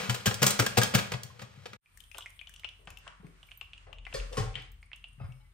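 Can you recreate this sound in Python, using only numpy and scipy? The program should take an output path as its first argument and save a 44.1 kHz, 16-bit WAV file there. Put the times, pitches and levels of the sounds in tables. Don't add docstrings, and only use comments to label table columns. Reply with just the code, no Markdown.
import sys
import numpy as np
from scipy import signal
from scipy.fft import rfft, irfft, next_fast_len
from scipy.io import wavfile
from scipy.ndimage import uniform_filter1d

SR = 44100
rng = np.random.default_rng(int(sys.argv[2]) if len(sys.argv) > 2 else 0)


def to_wav(sig):
    pcm = np.clip(np.atleast_2d(sig), -1, 1) * 32767
    pcm = np.round(pcm).astype(np.int16)
    wavfile.write(sys.argv[1], SR, pcm.T)


def to_linear_factor(level_db):
    exponent = np.asarray(level_db, float) / 20
    return 10 ** exponent


N = 244049
TIME_S = np.arange(N) / SR
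CHANGE_S = 1.798


def rms_one(x):
    return x / np.sqrt(np.mean(x ** 2) + 1e-20)


def in_time(rows):
    s, level_db = np.transpose(rows)
    return np.interp(TIME_S, s, level_db)


def at_hz(points, hz):
    point_hz, value = np.transpose(points)
    return np.interp(np.log(hz + 1), np.log(point_hz), value)


def coloured(x, spectrum):
    size = next_fast_len(N)
    gain = to_linear_factor(at_hz(spectrum, np.fft.rfftfreq(size, 1 / SR)))
    return irfft(rfft(x, size) * gain, size)[..., :N]


def band(x, low_hz, high_hz):
    edges_hz = [low_hz, min(high_hz, 0.49 * SR)]
    return signal.sosfilt(signal.butter(2, edges_hz, "band", fs=SR, output="sos"), x)


def below(x, hz):
    return signal.sosfiltfilt(signal.butter(2, hz, fs=SR, output="sos"), x)


def ring(clicks, hz, t60_s):
    r = to_linear_factor(-60 / (max(t60_s, 0.003) * SR))
    w = 2 * np.pi * hz / SR
    return signal.lfilter([0, np.sin(w)], [1, -2 * r * np.cos(w), r * r], clicks + 1e-18)


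def dying(t60_s, rise_s, size=22050):
    t = np.arange(size) / SR
    rise = 1 - np.exp(-t / max(rise_s, 1e-5))
    return t, rise * to_linear_factor(-60 * t / max(t60_s, 0.003))


def add(track, s, sound):
    i = round(s * SR)
    track[..., i:i + sound.shape[-1]] += sound[..., :N - i]


def grains(per_s, spread_db):
    sizes = to_linear_factor(spread_db * np.minimum(rng.exponential(1, N), 4)) * rng.choice([-1, 1], N)
    return rms_one(sizes * (rng.random(N) < per_s / SR))


def drift(rate_hz):
    knots = rng.standard_normal(2000)
    return np.interp(TIME_S * rate_hz, np.arange(len(knots)), knots)


def touch_rings(touches):
    out = np.zeros(N)
    for (s, db, hz, t60_s), turns in zip(touches, rng.random((len(touches), 2))):
        t, env = dying(t60_s, rise_s=0.0015, size=13000)
        pair = np.sin(2 * np.pi * (hz * t + turns[0]))
        pair += 0.36 * np.sin(2 * np.pi * (1.1 * hz * t + turns[1]))
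        add(out, s, to_linear_factor(db) * env * pair)
    return out


# [t/s, level/dB, rise/s, fall/s; both over 20 dB]
LEANS = [
    (2.93, -51, 0.13, 0.05),
    (3.999, -43.5, 0.16, 0.17),
    (4.192, -29, 0.036, 0.13),
    (4.502, -33, 0.22, 0.02),
    (4.71, -49.5, 0.3, 0.14),
    (5.1, -63.5, 0.18, 4.5),
]


def counter_hum():
    load = 0
    for s, db, rise_s, fall_s in LEANS:
        load = load + to_linear_factor(db - 20 * np.maximum((s - TIME_S) / rise_s, (TIME_S - s) / fall_s))
    hum_hz = 44 + 2.0 * drift(6.6)
    hum = (to_linear_factor(-59.5) + load) * np.sin(2 * np.pi * np.cumsum(hum_hz) / SR)
    rumble_level = np.minimum(to_linear_factor(-65) + load * to_linear_factor(-7.5), to_linear_factor(-56.5))
    rumble = rumble_level * rms_one(band(rng.standard_normal(N), 44, 93.6))
    wake = np.clip((TIME_S - CHANGE_S) / 0.16, 0, 1) ** 2
    return (hum + rumble) * wake * to_linear_factor([[1.5], [-1.5]])


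def wide_noise(spectrum, side_gain):
    mid, side = rms_one(coloured(rng.standard_normal((2, N)), spectrum))
    return mid + side_gain * side * [[1], [-1]]


# [t/s, level/dB]
HANDLING = [(1.82, -67.5), (2.02, -63.5), (2.19, -72), (2.58, -62.5), (2.95, -67.5), (3.06, -54.5),
            (3.22, -67), (3.4, -61), (3.63, -67), (3.83, -58.5), (4.0, -74), (4.17, -44), (4.36, -55.5),
            (4.55, -53), (4.65, -54.5), (4.71, -68.5), (5.15, -67), (5.53, -70)]
# [f/Hz, level/dB per Hz]
RUSTLE = [(150, 13), (250, -10), (343, -10), (768, -13.5), (1130, -5), (1880, -7), (2200, -7.5),
          (3120, -9.5), (3530, -13.5), (5760, -15), (9250, -8), (10300, -43), (10800, -43), (13400, -9.5),
          (16500, -101)]


def hand_rustle():
    return to_linear_factor(in_time(HANDLING) + 0.5 * drift(24)) * band(wide_noise(RUSTLE, 1.11), 217, 5240)


# [t/s, level/dB]
FILM = [(1.85, -80), (1.96, -72.5), (2.08, -71), (2.16, -70), (2.3, -73), (2.82, -80.5), (3.13, -81.5),
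        (3.53, -75.5), (4.04, -85), (4.19, -80), (4.31, -77), (4.35, -68), (4.48, -74), (4.65, -81),
        (4.77, -85), (5.02, -80.5), (5.53, -83.5)]
# [f/Hz, level/dB per Hz]
THIN = [(3500, -8), (5500, -36), (7000, -23), (9250, 1.5), (10300, -17), (11500, -9.5), (12800, -7),
        (15200, -14)]


def film_rustle():
    film_db = in_time(FILM)
    flicker = to_linear_factor(4 * drift(11))
    film = band(wide_noise(THIN, 1.1), 2500, 15000)
    lower = below(film, 7500)
    fill = to_linear_factor(0.48 * (film_db - film_db.mean()) + 2.1 * drift(22))
    return to_linear_factor(film_db + 1.0) * flicker * (film - lower + fill * lower)


# [t/s, level/dB, centre f/Hz, t60/s]
SWISH = [
    (2.79, -68.5, 450, 0.87),
    (3.064, -53, 1304, 0.4),
    (3.23, -57.5, 301, 0.37),
    (3.868, -58, 560, 0.49),
    (4.56, -45.5, 2300, 0.32),
]


def swish():
    out = np.zeros(N)
    for s, db, hz, t60_s in SWISH:
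        t, env = dying(t60_s, rise_s=0.0025)
        add(out, s, to_linear_factor(db) * env * rms_one(band(rng.standard_normal(len(t)), 0.74 * hz, 1.4 * hz)))
    return out


# [t/s, peak level/dB, thud f/Hz, thud t60/s, scuff level/dB]
KNOCK = [(2.1458, -63, 71.7, 0.29, -44), (2.871, -54.5, 160.8, 0.35, -44),
         (3.199, -52.5, 169.2, 0.32, -53.5), (3.244, -43, 154.1, 0.24, -57),
         (3.865, -62, 75.5, 0.43, -50.5), (4.139, -45.5, 129.8, 0.39, -61), (4.325, -49, 74.6, 0.69, -42.5),
         (4.376, -32.5, 117, 0.41, -32.5), (4.397, -28, 99.8, .3, -48), (4.56, -43.5, 126, 0.24, -43),
         (5.181, -49.5, 131, 0.25, -62.5), (5.211, -35, 119, 0.093, -44), (5.239, -35.5, 88.4, 0.26, -48.5),
         (5.288, -43.5, 126, 0.38, -66)]
# [t/s, level/dB]
SLIDES = [
    (2.146, -57),
    (2.871, -56),
    (4.138, -34.5),
    (4.325, -45.5),
    (4.369, -32.5),
    (5.2, -83),
]


def knocks():
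    thud, scuff, wash = np.zeros((3, N))
    for s, db, hz, t60_s, scuff_db in KNOCK:
        t, env = dying(t60_s, rise_s=0.0018)
        pair = np.sin(2 * np.pi * hz * t) + 0.62 * np.sin(2 * np.pi * 1.1 * hz * t)
        add(thud, s, to_linear_factor(db) * env * pair)
        add(scuff, s, to_linear_factor(scuff_db + 4.5) * dying(0.66 * t60_s, rise_s=0.0027)[1])
    for s, slide_db in SLIDES:
        add(wash, s, to_linear_factor(slide_db) * dying(0.27, rise_s=0.001)[1])
    rub = band(grains(per_s=3900, spread_db=4.0), 410, 1810)
    slide = grains(per_s=9300, spread_db=0.5)
    slide = band(slide, 1650, 7630) + 0.12 * band(slide, 12800, 14000)
    return thud + scuff * rub + wash * slide


# [t/s, level/dB, f/Hz, t60/s]
LOCAL_RINGS = [(4.176, -40, 500, 0.1), (4.236, -43, 550, .07), (4.325, -50, 1134, 0.079), (4.399, -40, 765, 0.14),
               (4.421, -50, 430, .07), (4.461, -47.5, 775, .3), (4.557, -43, 3120, 0.09), (4.591, -56, 302, 0.09),
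               (4.601, -57, 771, 0.25), (5.202, -47, 741, .035), (5.211, -68, 3710, .11),
               (5.231, -54, 1270, 0.076), (5.241, -61, 2160, 0.14), (5.301, -62, 2230, .18),
               (5.356, -80, 5260, .35), (5.446, -68, 2050, 0.29), (5.516, -69, 3570, 0.027)]


def local_rings():
    return touch_rings(LOCAL_RINGS)


# [t/s, blow level/dB, scrape t60/s]
CLANKS = [
    (4.139, -52.5, 0.089),
    (4.31, -68, 0.18),
    (4.368, -51.5, 0.056),
    (5.195, -63.5, 0.095),
    (5.232, -69, 0.072),
    (5.395, -81.5, 0.121),
    (5.45, -87, 0.089),
]
# [f/Hz, level/dB, t60/s]
RIM = [(440, -11.5, 0.21), (464, -10.5, 0.084), (501, 2, 0.09), (560, -4.5, 0.14), (598, -12.5, 0.1),
       (1114, -13.5, 0.13), (1400, -9.5, 0.091), (1809, -7, 0.064), (2300, -14.5, 0.1), (3390, -19, .08),
       (4370, -5.5, 0.12), (4850, -10, 0.08)]
SEAT = [(183.3, -1.5, 0.35), (283, -9, 0.14), (429.4, -1.5, 0.16), (493.6, 2.5, 0.095), (575, -11, 0.38),
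        (766, -7, 0.35), (1068, -1.5, 0.14), (1107, 2, 0.042), (1230, -10, 0.14), (1408, -11, 0.18),
        (1820, -5, 0.11), (1930, -9, 0.068), (2540, -9, .1), (3050, -6, 0.078)]
UTENSIL = [(550, -8.5, 0.033), (730, -1, 0.017), (1030, -10, 0.032), (1253, -2, 0.034), (1490, -15, 0.037),
           (2160, -26, 0.25), (2600, -13.5, 0.074), (3200, -23, 0.08), (5030, -28.5, 0.23)]
TINES = [(855, -6.5, 0.07), (1350, -9, .08), (2047, -19, 0.21), (2230, -7.5, 0.1), (3000, -6.5, 0.077),
         (4000, -14.5, 0.12), (5200, -20, 0.14)]


def clanks():
    out = np.zeros(N)
    struck = [RIM, RIM[:5], SEAT, UTENSIL, UTENSIL, TINES, TINES]
    for (s, db, t60_s), modes in zip(CLANKS, struck):
        t, env = dying(t60_s, rise_s=0.0044)
        for hz, mode_db, ring_t60_s in modes:
            scrape = to_linear_factor(db + mode_db) * env * rng.standard_normal(len(t))
            add(out, s, ring(scrape, hz, ring_t60_s))
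    return out


def snap(hz, top_db, low_db, crisp_db, edge_hz):
    def burst(t60_s, rise_s):
        return dying(t60_s, rise_s, size=4410)[1]

    common, apart = rng.standard_normal((2, 4410))
    noise = 0.61 * common + apart * [[0.19], [0.061]]
    t, env = dying(0.012, rise_s=0.0003, size=4410)
    pair = np.sin(2 * np.pi * hz * t) + 0.46 * np.sin(2 * np.pi * 1.115 * hz * t)
    out = env * pair + 3.24 * burst(0.04, 0.0014) * band(noise, 0.927 * hz, 1.106 * hz)
    out += to_linear_factor(crisp_db) * burst(0.015, 0.0001) * band(band(noise, 4800, 8900), 4800, 8900)
    out += to_linear_factor(top_db + 6.0) * burst(0.019, 0.00043) * band(noise, 0.51 * edge_hz, edge_hz)
    out += to_linear_factor(low_db + 14.5) * burst(0.029, 0.0024) * band(noise, 570, 1620)
    return out


# [t/s, peak level/dB, ring f/Hz, dull and crisp level/dB re peak]
CARRY_SNAPS = [(1.8596, -49, 2390, -30, -13), (2.146, -40, 2700, -6, -12), (2.183, -41.5, 1130, 7, 1),
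               (2.2081, -36, 2960, -16, -21), (2.223, -36.5, 3160, -25, -17),
               (2.2598, -32.5, 2120, -21, -8), (2.392, -37.5, 2940, -38, -29),
               (2.4135, -37.5, 2410, -20, -13), (2.4718, -40, 3080, -17, -7), (2.5615, -42, 2960, -22, 4),
               (2.635, -40, 2150, -12, -15), (2.6453, -27, 2755, -13, -14.5),
               (2.8732, -36, 2700, -3.5, -12), (3.0689, -49.5, 1640, 9, -14),
               (3.0778, -40, 2790, -2.5, -4.5), (3.268, -52.5, 2220, -11, -11)]
SEAT_SNAPS = [(3.4297, -43, 3000, -11, -8), (3.4885, -50, 2340, -14, -18), (3.5118, -46, 2550, -15.5, -9),
              (3.5165, -36.5, 2700, -16, -16), (3.6121, -30.5, 2724, -11.5, -15),
              (3.7334, -33.5, 2850, -22, -16), (3.7783, -45, 2820, -39, -3),
              (3.929, -37.5, 2800, -8.5, -11), (3.9848, -41, 2870, -18, -12), (4.0522, -38, 2750, -17, -14),
              (4.0667, -34, 2120, -6, -21), (4.127, -36.5, 2700, -6, -23), (4.2, -35.5, 2700, -23, -17),
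              (4.3301, -42.5, 3100, -16, 4), (4.5423, -41, 2700, -25, -22), (4.5545, -29, 3050, -24, -10),
              (4.556, -33, 2030, -14, -18), (4.8286, -43, 2140, -17, -14), (4.9167, -37.5, 2070, -18, -31),
              (4.9317, -33, 2770, -17, -27), (5.0412, -35, 2820, -18.5, -16), (5.3216, -50, 2740, -25, -5)]
# [t/s, peak level/dB, ring f/Hz, bright level/dB re peak]
TICKS = [(1.9737, -50.5, 1810, 5.5), (2.004, -46.5, 3100, -3), (2.038, -51, 3180, -2.5),
         (2.1151, -42.5, 2490, -10), (2.172, -43, 3070, -8), (2.182, -37, 3350, 3.5),
         (2.3028, -57.5, 2490, 7.5), (2.494, -51, 1720, 3.5), (2.5391, -45.5, 2950, -4),
         (2.596, -42, 3060, -7), (2.689, -37.5, 3060, -16), (2.9037, -42.5, 2620, -1),
         (2.972, -39, 2790, -8), (3.5739, -46.5, 12800, -16), (4.599, -50.5, 4620, -20),
         (4.621, -46, 3180, -7.5), (4.717, -57, 13700, 2.5), (4.8292, -61, 4530, -4),
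         (4.96, -56.5, 2700, 7), (2.294, -60, 9100, 1), (2.853, -63, 8140, -3), (2.985, -63, 13000, 11),
         (3.267, -66, 4460, 6), (3.468, -64, 13400, 2), (3.492, -71, 13700, -8), (3.93, -69, 13900, 7),
         (5.3221, -66, 5530, -12), (4.8185, -63, 8830, -22), (4.858, -64, 8900, -21),
         (5.0258, -72, 9030, -22), (5.084, -63, 8930, -22), (5.13, -64, 8830, -22)]


def crackles():
    out = np.zeros((2, N))
    events = []
    for s, db, hz, low_db, crisp_db in list(CARRY_SNAPS) + list(SEAT_SNAPS):
        events.append((s, db, snap(hz, -57, low_db, crisp_db, edge_hz=7100)))
    for s, db, hz, top_db in TICKS:
        events.append((s, db, snap(hz, top_db, low_db=-19, crisp_db=-9.5, edge_hz=12500)))
    for s, db, sound in events:
        pan_db = 6 + 13 * rng.uniform(-1, 1)
        add(out, s, sound * to_linear_factor([[db + 0.5 + pan_db / 2], [db + 3.5 - pan_db / 2]]))
    return out


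# [t/s, level/dB, f/Hz, t60/s]
PINGS = [(0.0947, -22.5, 3007, 0.031), (0.1, -30.5, 992, 0.054), (0.2585, -14.5, 3050, 0.023),
         (0.264, -19.5, 1592, 0.06), (0.264, -27.5, 602, 0.067), (0.308, -33.5, 420, 0.044),
         (0.344, -35, 5500, 0.039), (0.433, -22.5, 1450, 0.05), (0.43, -19, 2910, 0.033),
         (0.434, -27, 1230, 0.042), (0.4653, -22.5, 3500, .02), (0.4785, -28, 3730, .02),
         (0.5057, -30, 1320, 0.02), (0.5926, -21.5, 1577, .05), (0.6, -28.5, 286, 0.12),
         (0.625, -29.5, 433, 0.12), (0.6644, -22.5, 1620, 0.059), (0.6644, -26, 3310, 0.039),
         (0.7706, -23.5, 723, 0.13), (0.775, -27.5, 440.5, 0.058), (0.784, -24, 407, 0.021),
         (0.42, -35.5, 418, 0.044), (0.47, -36, 444, 0.074), (0.95, -36, 580, 0.044),
         (1.659, -36, 487, 0.035), (1.66, -47, 747, 0.04), (1.735, -48, 597, .05),
         (1.301, -44.5, 1050, 0.042), (0.805, -29, 420, 0.039), (0.8155, -17, 1630, 0.05),
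         (0.8155, -30, 1260, 0.061), (0.831, -21, 3150, 0.045), (0.95, -18, 1607, 0.055),
         (0.9478, -19, 2500, 0.023), (0.984, -25.5, 1634, 0.048), (0.9862, -32, 3660, 0.028),
         (1.1365, -30, 3350, 0.026), (1.1189, -38.5, 4450, 0.021)]


def clump_pings():
    return touch_rings(PINGS)


def pot_air():
    murmur = np.zeros(N)
    for s, db, *_ in PATS:
        add(murmur, s, to_linear_factor(-33 + 0.46 * db) * dying(0.95, rise_s=0.03)[1])
    return murmur * rms_one(band(ring(rng.standard_normal(N), 105, 0.078), 85, 230))


# [f/Hz, level/dB, t60/s]
POT = [(436, -8.5, 0.014), (512.5, -4, 0.068), (589.5, -2.5, 0.071), (815, 1.5, 0.015), (990, -5, 0.0037),
       (1275, -8, 0.067), (1470, 0, 0.021), (1690, -7.5, 0.04), (1970, -7.5, 0.065), (2328, -18.5, 0.046),
       (2700, -16.5, 0.026), (3350, -5, 0.054)]


def pot_wall(impacts):
    modes = [to_linear_factor(db) * ring(impacts, hz, min(t60_s, 0.06)) for hz, db, t60_s in POT]
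    return to_linear_factor(-46.0) * rms_one(sum(modes))


# [t/s, peak level/dB, top re middle level/dB, t60/s]
CRUNCH = [(0.095, -21, -5, 0.063), (0.144, -26, 0, 0.042), (0.257, -17.5, -1, 0.027),
          (0.2609, -16, 3, 0.022), (0.2672, -16.5, 1, 0.021), (0.274, -21, -6.5, 0.062),
          (0.3093, -21.5, -18.5, 0.039), (0.341, -30.5, 7, 0.029), (0.4181, -18.5, -1, 0.055),
          (0.4284, -12, 5, 0.021), (0.438, -18.5, -2, 0.031), (0.4645, -13.5, 7.5, 0.027),
          (0.477, -21, 4.5, 0.038), (0.5047, -23.5, 8, 0.037), (0.5904, -14, -8, 0.037),
          (0.5963, -15, -2.5, 0.049), (0.6194, -28, -4.5, 0.039), (0.6627, -15, -0.5, 0.022),
          (0.7702, -16.5, -8, 0.045), (0.7758, -15, -0.5, 0.029), (0.782, -17, -3, 0.036),
          (0.8145, -18.5, -5, 0.063), (0.841, -25, -12.5, 0.083), (0.832, -17.5, 5, 0.019),
          (0.938, -20, -11, 0.05), (0.9447, -19.5, -2, 0.02), (0.9486, -15, -2.5, 0.049),
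          (0.981, -24.5, -10.5, 0.056), (0.988, -24, -8, 0.043), (1.118, -25.5, -8.5, 0.048),
          (1.1365, -24, -24, 0.039), (1.233, -36.5, 11, 0.018), (1.392, -40.5, -14, 0.073),
          (1.4165, -38.5, -9, 0.072), (1.6559, -30.5, -16, 0.046), (1.7315, -33, -18, 0.032)]
# [t/s, level/dB]
TRICKLE = [
    (0.0, -36.5),
    (0.138, -49),
    (0.354, -53.5),
    (0.468, -40.5),
    (0.848, -52),
    (1.01, -46),
    (1.206, -62.5),
    (1.724, -64),
    (1.77, -68),
]
# [f/Hz, level/dB per Hz]
GRAIN = [(120, -17), (200, -0.5), (317, -27), (411, -10), (829, -9), (1610, -6), (2130, -6), (8330, -14.5),
         (11200, -24), (13500, -20.5), (16200, -28.5)]


def rice():
    open_pot = TIME_S < 1.78
    low, middle, top = to_linear_factor(in_time(TRICKLE) + np.array([[1.5], [0.4], [-2.5]])) * open_pot
    for s, db, top_db, t60_s in CRUNCH:
        low_db = -16 + sum(body_db for pat_s, *_, body_db in PATS if abs(s - pat_s) < 0.026)
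        env = dying(t60_s, rise_s=0.0019)[1]
        add(middle, s, to_linear_factor(db - 4) * env)
        add(top, s, to_linear_factor(db + top_db + 5) * env)
        add(low, s, to_linear_factor(db + low_db + 7.5) * env ** 0.59)
    clumps = to_linear_factor(1.6 * drift(300))
    places = [rms_one(coloured(grains(per_s=9000, spread_db=2.5), GRAIN)) for _ in range(3)]
    hits = np.array(places) * clumps
    body, dull = below(hits, 900), below(hits, 5000)
    centre, left, right = low * body + middle * (dull - body) + top * (hits - dull)
    aside = to_linear_factor(-2) * band(np.array([left, right]), 200, 4500)
    return centre + pot_wall(centre) + pot_air() * open_pot, aside


# [t/s, boom peak level/dB, boom f/Hz, boom t60/s, crunch body level/dB]
PATS = [
    (0.089, -27.5, 120, 0.18, 0),
    (0.274, -20.5, 118, 0.074, 2.5),
    (0.416, -29, 134, 0.24, 6.5),
    (0.597, -23, 115, 0.1, 3.5),
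    (0.777, -22, 118.3, 0.15, 4.5),
    (0.9478, -19.5, 125.6, 0.076, 3.5),
    (1.137, -32, 128, 0.12, 4.5),
    (1.239, -44, 124, 0.12, -0.5),
    (1.425, -44.5, 120, 0.11, 7.5),
    (1.575, -43, 134, 0.058, 0.0),
]


def pats():
    out = np.zeros(N)
    for s, db, hz, t60_s, _ in PATS:
        t, env = dying(t60_s, rise_s=0.0063)
        sagging_t = t + 0.00067 * (1 - np.exp(-t / 0.0017))
        add(out, s, to_linear_factor(db + 9) * env * np.sin(2 * np.pi * hz * sagging_t))
        add(out, s, to_linear_factor(db - 1.5) * env ** 1.2 * np.sin(2 * np.pi * 195 * t))
    return out


# [f/Hz, t60/s]
KITCHEN_T60 = [(100, 0.19), (500, 0.48), (3000, 0.44), (10000, 0.28)]


def kitchen(x):
    t, tail = np.arange(SR // 2) / SR, 0
    for hz in 125 * 2 ** np.arange(8):
        noise = band(rng.standard_normal((2, len(t))), hz / np.sqrt(2), hz * np.sqrt(2))
        tail = tail + noise * to_linear_factor(-60 * t / max(at_hz(KITCHEN_T60, hz), 0.05)) * (t > 0.005)
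    tail = tail / np.sqrt(np.sum(tail ** 2) / 2)
    return signal.fftconvolve(x[None], tail, axes=1)[:, :N]


# [f/Hz, level/dB]
LEAN = [(60, -6.5), (110, 7.5), (200, 4), (380, 7), (700, 6), (1290, 0.5), (2380, 3), (4400, 0), (8120, 3),
        (15000, -1.5)]
# [f/Hz, phase/rad]
LEAD = [(100, 0.1), (250, .7), (500, 1.6), (2000, 1.3), (5000, 1.2), (8000, 2.0), (10000, 1.8),
        (13000, 1.1)]


def ports(x):
    size = next_fast_len(N)
    hz = np.fft.rfftfreq(size, 1 / SR)
    half = to_linear_factor(at_hz(LEAN, hz) / 2) * np.exp(0.5j * at_hz(LEAD, hz))
    return irfft(rfft(x, size) * np.array([half, 1 / half]), size)[:, :N]


def scene_change():
    cut_db = -46 * np.clip((TIME_S - 1.765) / 0.0092, 0, 1)
    fade_in_db = np.minimum(-52 * np.exp(-(TIME_S - CHANGE_S) * np.log(10) / 0.064), 0)
    return to_linear_factor(np.where(TIME_S < CHANGE_S, cut_db, fade_in_db))


def scene():
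    background = counter_hum() + (hand_rustle() + film_rustle()) * (np.arange(N) > 1.79 * SR)
    blows = swish() + knocks() + local_rings() + clanks()
    snaps = crackles()
    snap = snaps.mean(0)
    far = to_linear_factor(-5.5) * blows + to_linear_factor(-7.0) * snap
    far += to_linear_factor(-20.5) * band(snap, 2750, 3200) + to_linear_factor(-9.5) * band(snap, 4500, 6700)
    second = ports(blows) + snaps + kitchen(far) + background

    pinged = clump_pings()
    bag, aside = rice()
    first = ports(pats() + bag + pinged) + aside + kitchen(to_linear_factor(-6.5) * bag + to_linear_factor(-12) * pinged)
    first = first * (np.arange(N) < 1.795 * SR)
    return (first + second) * scene_change()


# [f/Hz, level/dB]
SPARED = [(3700, -37), (7200, -38.5), (8000, -55), (9600, -46), (10300, -30.5), (10700, -28),
          (11900, -24.5), (12400, -40), (14500, -34), (15500, -32), (16300, -23)]


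def starved(x):
    stft = dict(nperseg=2048, noverlap=1024, window="cosine")
    hz, t, frames = signal.stft(x, SR, **stft)
    power = np.abs(frames) ** 2
    whole = power[:, hz > 500].sum(1)
    ease_db = 0.37 * np.maximum(10 * np.log10(whole + 1e-20) + 59, 0)
    for low_hz in np.arange(3735, 17000, 345):
        inside = (hz >= low_hz) & (hz < low_hz + 345)
        waver = uniform_filter1d(rng.standard_normal(len(t)), size=3) * np.sqrt(3)
        share_db = at_hz(SPARED, low_hz) + 5 * waver - ease_db
        kept = power[:, inside].sum(1) > whole * to_linear_factor(2 * share_db)
        frames[:, inside] *= kept[:, None]
    return signal.istft(frames, SR, **stft)[1][:, :N]


def low_pass(x):
    return signal.sosfilt(signal.butter(12, 16970, fs=SR, output="sos"), x)


def record(dry):
    dry = signal.sosfilt(signal.butter(4, 36, "high", fs=SR, output="sos"), dry)
    rounded = 0.6 * np.tanh(dry / 0.6)
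    dry = signal.sosfilt(signal.cheby2(10, 50, 17000, fs=SR, output="sos"), rounded)
    dip = signal.sosfiltfilt(signal.butter(4, [10200, 12100], "band", fs=SR, output="sos"), dry)
    mix = starved(dry - 0.63 * dip)
    return low_pass(mix)


dry = scene()
out = record(dry)
to_wav(out)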